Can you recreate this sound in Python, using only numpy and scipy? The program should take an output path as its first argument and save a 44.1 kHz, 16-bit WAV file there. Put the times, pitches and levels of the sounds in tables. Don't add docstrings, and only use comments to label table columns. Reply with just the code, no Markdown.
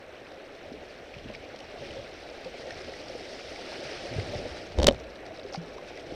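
import sys
import numpy as np
from scipy import signal
from scipy.fft import rfft, irfft
from scipy.io import wavfile
from scipy.ndimage import uniform_filter1d

SR = 44100
rng = np.random.default_rng(int(sys.argv[2]) if len(sys.argv) > 2 else 0)


def output_pcm(signal):
    pcm = np.clip(np.atleast_2d(signal).T, -1, 1) * 32767
    wavfile.write(sys.argv[1], SR, np.round(pcm).astype(np.int16))


N = 271203

# f/Hz, level/dB [per Hz]
RUMBLE_SPECTRUM = [(20, -18), (45, -2.5), (90, -5), (129, -9.5), (200, -12.5), (260, -10.5), (440, -120)]
WASH_SPECTRUM = [(200, -12.5), (248, -7), (366, -0.5), (423, -3), (525, 1.5), (582, 0.5), (680, -3),
                 (830, -10), (1050, -28), (1360, -68)]
CALM_FIZZ_SPECTRUM = [(590, -9), (1000, 1), (1470, 3), (2440, 2), (3190, -6.5), (4070, -7.5), (4730, -19.5),
                      (5830, -13.5), (6860, -32), (14400, -56), (16000, -60)]
ROUGH_FIZZ_SPECTRUM = [(590, -49), (1000, -6.5), (2100, -0.5), (3270, -3.5), (5380, -3.5), (6700, -20),
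                       (7700, -24.5), (8450, -19.5), (9700, -29), (11300, -33), (14600, -53), (16000, -64)]
# f/Hz, level/dB [per Hz]
SPATTER_SPECTRUM = [(5000, 0), (8500, -10), (13000, -14)]
# t/s, fizz level/dB, fizz colour [calm 0 to rough 1]
RAPIDS = [(0.0, -49.5, 0.057), (1.09, -49, 0.45), (1.37, -48.5, 0.48), (1.6, -49, 0.33), (1.85, -47, 0.84),
          (2.2, -47.5, 0.62), (2.77, -45.5, 0.71), (3.3, -45, 1.04), (3.61, -43.5, 0.9), (3.94, -41, 0.88),
          (4.559, -43, 0.88), (4.72, -48, 0.67), (5.04, -48.5, 0.17), (5.6, -48.5, 0.13), (6.15, -48, 0.55)]
# t/s, rumble rise level/dB, length/s [two standard deviations]
WAVES = [(0.75, 7, 0.2), (1.326, 7.5, 0.33), (1.917, 9, 0.23), (2.837, 5, 0.46), (4.32, 15, 0.34),
         (4.857, 28, 0.17), (6.15, 7, 0.082)]
# f/Hz, level/dB [per Hz]
HISS_SPECTRUM = [(3000, -21), (8000, 4.5), (11000, -4.5), (15000, -3), (16000, -6.5)]
# t/s, drop level/dB, f/Hz, spray level/dB
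DROPS = [(0.2668, -33, 2440, -67), (0.32, -39, 1950, -50), (0.73, -42, 2020, -50), (1.141, -26, 2470, -54),
         (1.15, -34, 2020, -54), (1.186, -33, 3020, -67), (1.243, -32, 3250, -60), (1.286, -30, 2700, -54),
         (1.339, -29, 2470, -50), (1.3494, -22.5, 2270, -51), (1.354, -31, 4960, -62),
         (1.562, -46, 1970, -46), (1.59, -33, 2430, -46), (1.6044, -32, 2920, -47),
         (1.8503, -28, 2500, -52), (1.889, -32, 2070, -53), (1.9074, -26.5, 2940, -60),
         (2.2897, -38, 2530, -52), (2.447, -30, 2530, -44.5), (2.7074, -22, 1800, -42),
         (2.9377, -30, 1910, -47), (3.084, -25, 5000, -60), (3.391, -28, 2770, -59), (3.56, -26, 2200, -48),
         (4.1985, -24, 2070, -40.5), (4.992, -42, 6500, -56), (5.0, -31, 5600, -56),
         (5.041, -34, 3840, -56), (5.157, -32, 3800, -57), (5.255, -38, 4600, -55),
         (5.264, -34, 1830, -44.5), (5.266, -34, 5600, -60), (5.363, -32, 4080, -58),
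         (5.374, -31, 5200, -60), (5.397, -29, 3680, -55), (5.432, -32, 4360, -66),
         (5.5258, -27, 5400, -60), (5.5338, -30, 6150, -54), (5.537, -24.5, 5330, -60),
         (5.5427, -26, 4440, -43), (5.5496, -26, 5370, -52), (5.5578, -21, 4750, -48),
         (5.543, -32, 1400, -54), (5.5572, -33, 2140, -50), (5.579, -37, 5500, -58),
         (5.782, -30.5, 1010, -48), (5.9752, -30, 2010, -44.5), (5.9967, -36, 2930, -50)]
# t/s, level/dB, f/Hz, t60/s
SLAPS = [(0.717, -31.5, 258, 0.064), (1.164, -31, 129, 0.047), (1.245, -41, 114, 0.28),
         (1.293, -34.5, 218, 0.08), (1.808, -38.5, 132, 0.14), (1.983, -40, 113, 0.2),
         (2.456, -41.5, 175, 0.14), (2.72, -42, 100, 0.22), (3.846, -41, 141, 0.16),
         (4.109, -33.5, 122, 0.25), (4.119, -35.5, 253, 0.2), (4.1617, -19, 118, 0.055),
         (4.182, -19.5, 102.4, 0.13), (4.352, -27.5, 115, 0.1), (4.94, -42, 61.4, 1),
         (5.575, -28, 169.8, 0.21), (6.068, -42.5, 145.4, 0.13)]
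# t/s, level/dB, f/Hz, t60/s [of the main tone]
GURGLES = [(0.739, -34.5, 420, 0.076), (1.163, -37, 577, 0.089), (1.256, -32, 250, 0.067),
           (1.3007, -27, 580, 0.031), (1.545, -30, 530, 0.03), (1.82, -31.5, 552, 0.088),
           (1.855, -35, 357, 0.063), (1.967, -28, 517, 0.069), (2.46, -30, 515, 0.11),
           (2.657, -32, 585, 0.044), (2.672, -33.5, 513, 0.12), (2.725, -35, 662, 0.047),
           (3.152, -26.5, 470, 0.036), (3.793, -33, 374, .056), (4.053, -30.5, 570, .056),
           (4.183, -25, 427, 0.047), (4.336, -28, 580, 0.13), (4.401, -26.5, 540, 0.054),
           (5.234, -33.5, 617, 0.032), (5.308, -33, 644, 0.083), (5.451, -32.5, 396, 0.095),
           (5.526, -31, 544, 0.061), (5.547, -23.5, 770, 0.033), (6.122, -24, 318, 0.037)]
# t/s, level/dB
SHUDDER = [(4.7697, -37), (4.79, -16.5), (4.801, -19), (4.82, -30.5), (4.848, -15), (4.861, -34),
           (4.875, -34), (4.94, -49)]
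# t/s, crack level/dB, favoured f/Hz, boxy ring level/dB, treble tilt [dB/octave]
TICKS = [(4.776, -50, 2530, -19, 3), (4.7859, -20.5, 3500, -29, -4.5), (4.7996, -17.5, 3750, -10, -7),
         (4.8167, -17, 4300, -9, -10), (4.8266, -21, 5700, -10, -5), (4.8297, -14, 3700, -18, -2),
         (4.8425, -13, 3300, -10, -3.5), (4.8665, -13.5, 3320, -25, -15), (4.8683, 0, 4650, -6, -1),
         (4.8802, -11, 4400, 4.5, -3), (4.8851, -2, 3050, 4, -9), (4.896, -20, 3120, -24, -14),
         (4.909, -25, 3800, -7.5, -8.5), (4.9225, -35, 5600, -20, -1), (4.9315, -40, 5600, -29, 0),
         (4.945, -32, 4000, -41, -8)]
# f/Hz, level/dB [per Hz]
CRACK_SPECTRUM = [(530, -9), (1200, -10.5), (2350, -11), (3400, -7), (5500, -6.5), (7900, -13.5),
                  (14700, -36), (16400, -42)]
# f/Hz, level/dB, t60/s
CASE_MODES = [(267, -21.5, 0.088), (457, -20, 0.024), (544, -5, 0.032), (760, -16, 0.03), (870, -21, 0.014)]
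# f/Hz, level/dB
PING_MODES = [(1560, -2), (2250, -13.5), (3050, 1.5), (3700, -4), (4400, -8.5), (5600, -8.5), (6900, -10),
              (7850, -12)]

CALM_DB = -50
WASH_DB, WASH_FOLLOWS, WASH_WAVE, WASH_DRIFT_DB_PER_S = -47.5, 0.55, 0.21, 0.5
RUMBLE_DB, RUMBLE_FOLLOWS, RUMBLE_DRIFT_DB_PER_S = -61, 0.09, 0.95
HISS_DB = -76
SHUDDER_HZ, JOLT_S, JOLT_DB = 69, 0.00044, 7
CRACK_S = 0.00094
PING_T60, PING_FALL_DB, PING_DB = 0.010, 17, -1
WATER_EDGE_HZ, EDGE_HZ = 15300, 16500


def amp(db):
    return 10 ** (np.asarray(db) / 20)


def unit(x):
    return x / np.sqrt(np.mean(abs(x) ** 2) + 1e-20)


def read(points, hz):
    f, value = np.transpose(points)
    return np.interp(np.log(hz + 1), np.log(f + 1), value)


def add(mix, s, sound):
    part = mix[round(s * SR):][:len(sound)]
    part += sound[:len(part)]


def low_pass(x, edge_hz):
    taps = signal.firwin(511, edge_hz, window=("kaiser", 9), fs=SR)
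    return signal.oaconvolve(x, taps, "same")


def ring(hz, t60, rise=0., cycles=0.67, size=8000):
    t = np.arange(size) / SR
    turns = hz * t * (1 + rise * np.minimum(t / t60, 1))
    onset = 1 - np.exp(-(t * hz / cycles) ** 2)
    return amp(-60 * t / t60) * onset * np.sin(2 * np.pi * turns)


def noise(colour, size, patch_db, patch_s, patch_hz, flicker_db, flicker_s):
    hop = size // 4
    frames, hz = N // hop + 5, np.fft.rfftfreq(size, 1 / SR)

    def frames_in(seconds):
        return max(int(seconds * SR / hop), 1)

    real, imag, patches = rng.standard_normal((frames, len(hz), 3)).T
    patches = uniform_filter1d(patches, max(int(patch_hz * size / SR), 1), axis=0)
    patches = unit(uniform_filter1d(patches, frames_in(patch_s), axis=1))
    flicker = unit(uniform_filter1d(rng.standard_normal(frames), frames_in(flicker_s)))
    t = np.arange(frames) * hop / SR
    shape = amp(colour(hz[:, None], t))
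    shape = shape / np.sqrt((shape ** 2).mean(axis=0))
    spectra = (real + 1j * imag) * shape * amp(patch_db * patches + flicker_db * flicker)
    return unit(signal.istft(spectra, nperseg=size, noverlap=size - hop)[1][:N])


def bubbles(points, lo_hz, hi_hz, per_s, spread_db, cycles, rise, swell, clump, count=24):
    out = np.zeros(N)
    drift = uniform_filter1d(uniform_filter1d(rng.standard_normal(N), size=900), size=900)
    busy = np.exp(clump * unit(drift))
    busy = busy / busy.mean()
    for hz in np.geomspace(lo_hz, hi_hz, count):
        born, train = rng.random(N) < busy * per_s / count / SR, np.zeros(N)
        train[born] = amp(spread_db * np.minimum(rng.exponential(size=born.sum()), 4))
        bubble = ring(hz, cycles / hz, rise, swell, size=int(cycles / hz * SR) + 1)
        out += amp(read(points, hz)) * hz * signal.oaconvolve(train, bubble)[:N]
    return unit(out)


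def rumble():
    return noise(lambda hz, at: read(RUMBLE_SPECTRUM, hz) + 0 * at, 2048, patch_db=1.8, patch_s=0.1,
                 patch_hz=60, flicker_db=0.49, flicker_s=0.078)


def wash():
    smooth = noise(lambda hz, at: read(WASH_SPECTRUM, hz) + 0 * at, 1024, patch_db=1.0, patch_s=0.05,
                   patch_hz=200, flicker_db=0.03, flicker_s=0.038)
    crowd = bubbles(WASH_SPECTRUM, 231.6, 855, per_s=700, spread_db=3.5, cycles=15.7,
                    rise=0.12, swell=2.2, clump=0.6)
    return 0.77 * smooth + 0.61 * crowd


def fizz(fizz_db):
    s, _, colour = np.transpose(RAPIDS)

    def fizz_colour(hz, at):
        rough = np.clip(np.interp(at, s, colour), 0, 1.25)
        return (1 - rough) * read(CALM_FIZZ_SPECTRUM, hz) + rough * read(ROUGH_FIZZ_SPECTRUM, hz)

    smooth = noise(fizz_colour, 256, patch_db=1.15, patch_s=0.062, patch_hz=1200,
                   flicker_db=0.46, flicker_s=0.028)
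    lively = np.clip(0.65 + 0.39 * (fizz_db - CALM_DB), 0, 1.5)
    crowd = bubbles(ROUGH_FIZZ_SPECTRUM, 1222, 9060, per_s=4000, spread_db=3.8, cycles=24.0,
                    rise=0.065, swell=3.2, clump=0.5)
    trickles = bubbles(CALM_FIZZ_SPECTRUM, 1034, 4610, per_s=200, spread_db=2.7, cycles=20.0,
                       rise=0.17, swell=2.1, clump=0.8, count=12)
    spatter = bubbles(SPATTER_SPECTRUM, 7200, 12500, per_s=55, spread_db=2.6, cycles=19.0,
                      rise=0.05, swell=2.5, clump=0.17, count=6)
    return 0.68 * smooth + lively * (0.31 * crowd + 0.0087 * spatter) + 0.25 * trickles


def water():
    s, level_db, _ = np.transpose(RAPIDS)
    t = np.arange(N) / SR
    fizz_db = np.interp(t, s, level_db)
    wave_db = sum(db * np.exp(-(2 * (t - at) / length) ** 2 / 2) for at, db, length in WAVES)
    broken_db = fizz_db - CALM_DB
    wash_db = WASH_DB + WASH_FOLLOWS * broken_db + WASH_WAVE * wave_db + WASH_DRIFT_DB_PER_S * t
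    rumble_db = RUMBLE_DB + RUMBLE_FOLLOWS * broken_db + wave_db + RUMBLE_DRIFT_DB_PER_S * t
    return rumble() * amp(rumble_db) + wash() * amp(wash_db) + fizz(fizz_db) * amp(fizz_db)


def hiss():
    colour = amp(read(HISS_SPECTRUM, np.fft.rfftfreq(N, 1 / SR)))
    return amp(HISS_DB) * unit(irfft(rfft(rng.standard_normal(N)) * colour, N))


def drops():
    out, t = np.zeros(N), np.arange(2048) / SR
    bins = np.fft.rfftfreq(2048, 1 / SR)
    for s, db, hz, spray_db in DROPS:
        tones = 0.71 * ring(hz, 36 / hz, 0.022, 2.1, size=2048)
        tones += 0.68 * ring(0.905 * hz, 22 / hz, 0.11, 2.6, size=2048)
        add(out, s, amp(db) * tones)
        for late, pitch, size in rng.standard_normal((4, 3)):
            f = hz * np.exp(0.25 * pitch)
            dull_db = min(read(ROUGH_FIZZ_SPECTRUM, f) - read(ROUGH_FIZZ_SPECTRUM, hz), 0)
            droplet = ring(f, 25 / hz, 0.068, 2.3, size=1024)
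            add(out, s + 0.007 * late, amp(db - 12.5 + 3.3 * size + dull_db) * droplet)
        octaves_off = abs(np.log2(bins / (2.6 * hz) + 0.01))
        colour = amp(read(ROUGH_FIZZ_SPECTRUM, bins) - 3.5 * octaves_off)
        puff = unit(irfft(rfft(rng.standard_normal(2048)) * colour)) * np.exp(-(t / 0.0035 - 1.3) ** 2)
        add(out, s - 0.004, amp(spray_db) * puff)
    return out


def slaps():
    out = np.zeros(N)
    for s, db, hz, t60 in SLAPS:
        add(out, s, amp(db) * ring(hz, t60, -0.038, 0.27, size=16000))
    return out


def gurgles():
    out = np.zeros(N)
    for s, db, hz, t60 in GURGLES:
        tones = 1.06 * ring(hz, t60, 0.065, 0.4) + 0.38 * ring(1.34 * hz, 0.015, 0., 0.22)
        add(out, s, amp(db) * tones)
    return out


def shudder():
    out = np.zeros(N)
    s, db = np.transpose(SHUDDER)
    t = np.arange(s[0], s[-1], 1 / SR)
    bins = np.fft.rfftfreq(len(t), 1 / SR)
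    boxy, gritty = rfft(rng.standard_normal((len(t), 2)), axis=0).T
    scrape = 0.37 * unit(irfft(boxy * amp(read(WASH_SPECTRUM, bins)), len(t)))
    scrape += 0.024 * unit(irfft(gritty * amp(read(ROUGH_FIZZ_SPECTRUM, bins)), len(t)))
    sway = np.sin(2 * np.pi * SHUDDER_HZ * (t - s[0]))
    add(out, s[0], amp(np.interp(t, s, db)) * (sway + scrape) * signal.windows.tukey(len(t), 0.1))
    return out


def knock():
    out, t, bins = np.zeros(N), np.arange(4096) / SR, np.fft.rfftfreq(4096, 1 / SR)
    octaves = np.log2(bins / 3000 + 0.34)
    for s, db, hz, box_db, tilt_db in TICKS:
        grit = rng.standard_normal(4096)
        box = sum(amp(level + 1.0 * luck) * ring(f, t60, 0., 0.81, size=4096)
                  for (f, level, t60), luck in zip(CASE_MODES, grit))
        colour = amp(read(CRACK_SPECTRUM, bins) + tilt_db * octaves)
        scatter = unit(uniform_filter1d(grit, size=50))[:len(bins)]
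        delay_s = CRACK_S * np.maximum(2 + 0.5 * scatter, 1)
        crack = irfft(colour * np.exp(-2j * np.pi * np.cumsum(delay_s) * bins[1]))
        crack = crack * np.exp(-(t / 0.01) ** 4) / abs(crack).max()
        rattle = unit(irfft(rfft(grit) * colour * amp(-6 * np.maximum(octaves, 0))))
        rattle = rattle * np.exp(-t / 0.0074) * np.minimum(t / 0.0025, 1)
        ping = 0
        for (f, level), luck in zip(PING_MODES, grit[::-1]):
            mode_db = level + 3.0 * luck - PING_FALL_DB * abs(np.log2(f / hz))
            ping = ping + amp(mode_db) * ring(f, PING_T60, 0., f * CRACK_S, size=4096)
        add(out, s, amp(db) * (0.85 * crack + 0.07 * rattle + amp(PING_DB) * ping) + amp(box_db) * box)
        jolt_db = np.interp(s, *np.transpose(SHUDDER)) + JOLT_DB
        add(out, s, amp(jolt_db) * np.exp(-(t / JOLT_S - 2) ** 2))
    return out


def scene():
    flow = water() + hiss() + drops() + slaps() + gurgles()
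    return (low_pass(flow, WATER_EDGE_HZ) + shudder() + knock())[None]


def record(dry):
    return low_pass(0.6 * np.tanh(dry[0] / 0.65), EDGE_HZ)[None]


dry = scene()
out = record(dry)
output_pcm(out)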